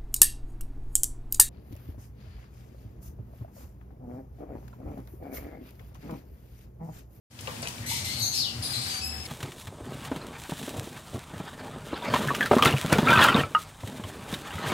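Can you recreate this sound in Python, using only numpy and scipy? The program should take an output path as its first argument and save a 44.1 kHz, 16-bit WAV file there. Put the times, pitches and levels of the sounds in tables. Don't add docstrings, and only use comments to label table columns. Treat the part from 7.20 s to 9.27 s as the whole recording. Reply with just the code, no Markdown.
import sys
import numpy as np
from scipy import signal
from scipy.fft import rfft, irfft, next_fast_len
from scipy.io import wavfile
from scipy.ndimage import uniform_filter1d, map_coordinates

SR = 44100
rng = np.random.default_rng(int(sys.argv[2]) if len(sys.argv) > 2 else 0)


def voltage_ratio(level):
    return 10 ** (np.asarray(level, float) / 20)


def unload_audio(sound):
    columns = np.transpose(np.atleast_2d(sound))
    steps = np.round(np.clip(columns, -1, 1) * 32767)
    wavfile.write(sys.argv[1], SR, steps.astype(np.int16))


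N = 91154


def unit(x):
    return x / np.sqrt(np.mean(x ** 2) + 1e-20)


def along(points, hz):
    point_hz, value = np.transpose(points)
    return np.interp(np.log(hz + 1), np.log(point_hz + 1), value)


def wobble(rate, size=N):
    knots = rng.standard_normal(int(size * 3000 / SR) + 4)
    return map_coordinates(knots, [np.arange(size) * min(rate, 3000) / SR])


def filtered(x, response):
    length = next_fast_len(x.shape[-1] + 8192)
    spectrum = rfft(x, length) * response(np.fft.rfftfreq(length, 1 / SR))
    return irfft(spectrum, length)[..., :x.shape[-1]]


def peak(centre_hz, width_hz):
    return lambda f: 1j * f * width_hz / (centre_hz ** 2 - f * f + 1j * f * width_hz)


def pair(response):
    # hz, likeness (0-1)
    likeness = [(60, 0.93), (180, 0.97), (550, 0.79), (1650, 0.016), (4970, 0.023), (15000, 0.05)]

    def split(hz):
        turn = np.arccos(np.clip(along(likeness, hz), -1, 1)) / 2
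        return response(hz) * [np.cos(turn), np.sin(turn)]

    mid, side = filtered(rng.standard_normal((2, N)), split)
    return unit(np.array([mid + side, mid - side]))


def traffic_rumble():
    # hz, level_db (per Hz)
    rumble_tone = [(15, -81), (25, -74), (59, -8.5), (113, -1), (139, -1.5), (162, -20), (194, -10.5),
                   (234, -26.5), (300, -17.5), (390, -34), (660, -120)]
    # time_s, level_db
    swell = [(.1, -49), (.45, -49), (1.25, -50), (1.5, -51.5), (1.65, -44), (1.75, -53.5), (2.06, -50.5)]
    level_db = 4 + np.interp(np.arange(N) / SR, *np.transpose(swell)) + 1.5 * wobble(7.4)
    return voltage_ratio(level_db) * pair(lambda hz: voltage_ratio(along(rumble_tone, hz)))


def outside_thrums():
    # centre_s, length_s, pitch_hz, level_db
    thrum_table = [(.27, 0.062, 109, -40.5), (.46, 0.067, 138.4, -41.5), (0.632, 0.097, 112.5, -37.5),
                   (1.031, 0.029, 111, -30.5), (1.39, 0.068, 115, -34), (1.6, 0.089, 125, -35),
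                   (1.916, 0.25, 74.1, -39), (.83, 0.031, 94, -38.5), (1.397, 0.075, 86, -36.5)]
    t = np.arange(N) / SR
    out = np.zeros(N)
    for centre_s, length_s, pitch_hz, level_db in thrum_table:
        swell = np.exp(-(2 * (t - centre_s) / length_s) ** 4)
        out += voltage_ratio(level_db) * swell * np.sin(2 * np.pi * pitch_hz * (t - centre_s))
    return 0.79 * out


def fan():
    # hz, level_db (per Hz)
    air_tone = [(90, -49), (150, -10), (250, -8), (400, -13.5), (1500, -17.5), (3000, -18), (9000, -21),
                (13000, -26), (15700, -28)]
    # centre_hz, width_hz, level_db
    hums = [(236.7, 13.5, -54), (761, 1.15, -60.5), (905.6, 4.1, -65)]
    t = np.arange(N) / SR
    swing_away_db = -0.5 * np.clip((t - 1.87) * 10, 0, 1)
    level_db = -46 + swing_away_db + wobble(8.0)
    out = voltage_ratio(level_db) * pair(lambda hz: voltage_ratio(along(air_tone, hz)))
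    for centre_hz, width_hz, hum_db in hums:
        out += voltage_ratio(hum_db) * pair(lambda f: abs(peak(centre_hz, width_hz)(f)) ** 2)
    return out


def ring_and_chain():
    contact_s = [.189, .208, .273, .277, .276, .365, .42, .428, .454, .427, .472, .472, .483, .47, .582,
                 .711, .275, .425, .452, .31, 1.49, 1.58, 1.66, 1.74, 1.925]
    # level_db, centre_hz, width_hz, t60_s (time to fade by 60 dB)
    contacts = [(-36.5, 2200, 6000, .06), (-35, 7700, 9000, .033), (-33, 2600, 2300, .033),
                (-31, 1072, 190, .049), (-33, 520, 120, .064), (-40, 2700, 1200, .034),
                (-30.5, 9060, 2000, .024), (-40, 2600, 5300, .24), (-33, 2570, 160, .045),
                (-35.5, 4630, 2700, 0.04), (-28.5, 2900, 3080, .019), (-32.5, 8600, 3200, .037),
                (-34.5, 6000, 9000, .056), (-36.5, 940, 100, .071), (-37.5, 2800, 580, .02),
                (-33, 920, 110, .07), (-39, 900, 1250, 0.14), (-38, 500, 640, .1), (-39, 650, 760, 0.06),
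                (-43, 2800, 790, 0.044), (-46, 1630, 1400, 0.38), (-47, 1100, 1300, 0.42),
                (-42, 1700, 1250, .3), (-40.5, 1550, 1000, .2), (-46, 1830, 600, 0.21)]
    out = np.zeros(N)
    t = np.arange(SR // 8) / SR
    for start_s, (level_db, centre_hz, width_hz, t60_s) in zip(contact_s, contacts):
        noise = rng.standard_normal(len(t))
        burst = unit(filtered(noise, lambda f: peak(centre_hz, width_hz)(f) ** 2))
        onset = np.clip(t / 0.00049, 0, 1)
        out[round(start_s * SR):][:len(t)] += voltage_ratio(level_db - 60 * t / t60_s) * onset * burst
    return out


def parrot():
    # start_s, length_s, level_db, roughness (0-1), breath_db
    notes = [(0.656, 0.049, -36.5, 0.12, -7), (0.677, 0.13, -36.5, 0.59, 4), (0.84, 0.035, -41.5, 0, 6.5),
             (0.881, 0.081, -36.5, 0.27, -2.5), (0.987, 0.026, -39.5, 0.08, -18),
             (1.014, 0.055, -29.5, 0.26, -15.5), (1.134, 0.0556, -34, 0.2, -2.5),
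             (1.158, .138, -30, .17, -12), (1.419, 0.037, -33.5, 0.33, -7), (1.498, 0.019, -38.5, 0.03, -3),
             (1.522, 0.075, -33, 0.47, -5), (1.604, 0.071, -37.5, 0.58, -2.5),
             (1.658, 0.13, -38, 0.09, -0.5), (1.692, 0.081, -46.5, 0.08, -1),
             (1.805, 0.0873, -33.5, 0.07, -22), (2.048, 0.039, -39.5, 0.01, -4.5),
             (0.617, 0.045, -45.5, 0.93, -20), (1.682, 0.1, -45.5, 1.28, 6), (.962, 0.029, -41, 0.27, 1),
             (0.997, 0.0457, -32.5, 0.36, -16.5), (1.116, .06, -33.5, 0.33, -6.5),
             (1.429, .05, -40.5, 0.32, -11), (.73, 0.072, -45, 0.31, 5.5), (0.899, 0.061, -45.5, 0.52, -4),
             (1.91, .11, -42, .06, -12), (1.7, .09, -38, .1, -10)]
    # start_hz, end_hz
    pitches = [(2040, 2060), (2280, 2150), (2040, 2060), (2150, 2210), (1955, 1945), (2090, 2140),
               (2740, 2680), (5050, 2750), (2420, 2410), (2460, 2430), (1980, 2260), (2200, 2300),
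               (2340, 2310), (2130, 2130), (2600, 2625), (2210, 2230), (1750, 2050), (2150, 2250),
               (2190, 2150), (2270, 2180), (2160, 2120), (2050, 2040), (2030, 2020), (3250, 3100),
               (2620, 2600), (2350, 2330)]
    # first_db, odd_db (other odd partials), bright_db (per octave), beak_hz, beak_db
    beaks = [(15.5, 3.5, 7.5, 8100, 2.5), (8.5, 11.5, -3, 9300, 13), (17, -1, 5.5, 13000, -15.5),
             (-17, -21, -12, 9500, 1), (-18, -13, -11, 11700, 26), (-34, 14, -11.5, 12800, 22.5),
             (-15, -17, 2, 14000, 15), (16, -4, -3, 13000, -4), (-29, -22, -5.5, 9700, 5),
             (-4, -22, 2, 9800, 0), (-24, -26, -15, 8330, 12.5), (-7.5, -25, -1, 11000, -2),
             (-16, -24, -5.5, 9300, 1), (-11, 6, -3, 7000, 20), (-7.5, -6, -1, 13000, 9.5),
             (7, -3, 0, 11100, 13.5), (21, -21, -16, 9100, -3), (21.5, 5, 3, 7900, 1),
             (-14, -15, -4.5, 9000, 5), (-31, -0.5, -9, 12600, 0), (-33, 0, -4, 12800, 9),
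             (-20, -14, -1.5, 9900, 14), (4, 3, -5, 6000, 3), (14, 3, -13, 12000, 5),
             (-14, -10, -8, 7900, 0), (-20, -25, -8, 9300, 0)]
    # hz, level_db
    throat_tone = [(2100, -3.5), (4500, 3), (7000, -3), (9700, 0.5), (10600, -13), (11800, 0.5),
                   (13000, -5), (13800, -55)]
    attack_share, release_s = 0.22, 0.048
    beak_width, top_hz = 0.12, 13700

    out = np.zeros(N + SR)
    t = np.arange(SR // 4) / SR
    size = len(t)
    k = np.arange(1, 8)[:, None]

    def throat(hz):
        return voltage_ratio(along(throat_tone, hz))

    for (start_s, length_s, level_db, rough, breath_db), (from_hz, to_hz), beak in zip(notes, pitches, beaks):
        first_db, odd_db, bright_db, beak_hz, beak_db = beak

        glide = np.sin(np.pi / 2 * np.clip(t / length_s, 0, 1)) ** 2
        steady_hz = from_hz + (to_hz - from_hz) * glide
        wander = 0.008 * wobble(70, size=size) + 0.17 * rough * wobble(820, size=size)
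        phase = 2 * np.pi * np.cumsum(steady_hz * (1 + wander)) / SR

        partial_hz = k * steady_hz
        near_beak = np.exp(-(np.log((partial_hz + 1) / beak_hz) / beak_width) ** 2)
        partial_db = np.where(k == 1, first_db, k % 2 * odd_db) + bright_db * np.log2(k)
        weight = voltage_ratio(partial_db + beak_db * near_beak) * throat(partial_hz) * (partial_hz < SR / 3)
        tone = unit((weight * np.sin(k * phase)).sum(0))
        breath = unit(filtered(rng.standard_normal(size) * (1 + np.cos(phase)) ** 2, throat))

        attack = np.sin(np.pi / 2 * np.clip(t / (attack_share * length_s), 0, 1)) ** 2
        release = np.exp(-np.clip(t - length_s, 0, None) / release_s * 2)
        flutter = voltage_ratio(0.5 * wobble(250, size=size) - 105 * t)

        def voice_range(f):
            low_edge = 1 / (1 + (0.85 * min(from_hz, to_hz) / (f + 1)) ** 28)
            return low_edge / (1 + (f / top_hz) ** 60)

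        note = attack * release * flutter * (tone + voltage_ratio(breath_db) * breath)
        out[round(start_s * SR):][:size] += voltage_ratio(level_db) * filtered(note, voice_range)
    return out[:N]


def room(x):
    # hz, t60_s
    echo_time = [(300, 0.52), (2500, 0.32), (6000, 0.54), (13000, 0.33)]
    hz, t, z = signal.stft(rng.standard_normal((2, SR)), SR, nperseg=256)
    fade = voltage_ratio(-60 * t / along(echo_time, hz)[:, None])
    tail = signal.istft(z * fade, SR, nperseg=256)[1]
    tail = tail / np.linalg.norm(tail[0])
    delayed = np.pad(x, (130, 0))[None]
    return signal.fftconvolve(delayed, tail, axes=1)[:, :N]


def scene():
    background = traffic_rumble() + outside_thrums() + fan()
    metal = ring_and_chain()
    bird = parrot()
    near = voltage_ratio(-1.5) * bird + metal
    direct = np.array([np.roll(near, 12), 0.7 * near])
    echoes = room(voltage_ratio(1) * bird + voltage_ratio(-5) * metal)
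    return direct + echoes + background


def drop_hidden_bands(x):
    from_hz = 2400
    window = np.sin(np.pi * (np.arange(2048) + 0.5) / 2048)
    hz, _, z = signal.stft(x, SR, window=window, nperseg=2048)
    bands = z[:, :1024].reshape(2, 128, 8, -1)
    centre_hz = hz[4:1024:8, None]
    power = uniform_filter1d((abs(bands) ** 2).mean(2), size=3, axis=-1)
    level = 10 * np.log10(power + 1e-20)

    fall = 42 * np.log2(centre_hz)
    mask = np.maximum.accumulate(np.where(centre_hz > from_hz, level + fall, -200), axis=1) - fall
    mask = mask - 8 + 5 * np.log2(centre_hz / 7000)

    loudest = np.where(centre_hz > from_hz, level, -200).max(1, keepdims=True)
    mask = np.maximum(mask, np.maximum(loudest - 27, level - 9))
    chance = uniform_filter1d(rng.standard_normal(level.shape[1:]), size=4, axis=1)
    mask = mask + 3.5 * unit(uniform_filter1d(chance, size=2, axis=0))
    mask = np.where(centre_hz > from_hz, mask, -200)

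    kept = (bands * (level > mask)[:, :, None]).reshape(2, 1024, -1)
    kept = np.pad(kept, ((0, 0), (0, 1), (0, 0)))
    return signal.istft(kept, SR, window=window, nperseg=2048)[1][:, :N]


def top_cut(x):
    return signal.sosfilt(signal.butter(12, 15690, fs=SR, output="sos"), x)


def record(dry):
    # hz, left_over_right_db
    port_lean = [(60, 2), (150, 1.0), (380, 0), (950, 1), (2380, 8), (5980, 6.5), (15000, -7.5)]
    # time_s, level_db
    opening = [(0.1, -28), (0.112, -9.5), (.18, -5), (.2, -2.5), (.28, 2)]

    def port_tone(hz):
        lean_db = along(port_lean, hz) * np.array([[0.5], [-0.5]])
        return voltage_ratio(lean_db) * (hz < 15700)

    thinned = drop_hidden_bands(filtered(dry, port_tone))
    time_s, level_db = np.transpose(opening)
    volume = voltage_ratio(np.interp(np.arange(N) / SR, time_s, level_db, left=-200))
    return top_cut(thinned * volume)


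dry = scene()
out = record(dry)
unload_audio(out)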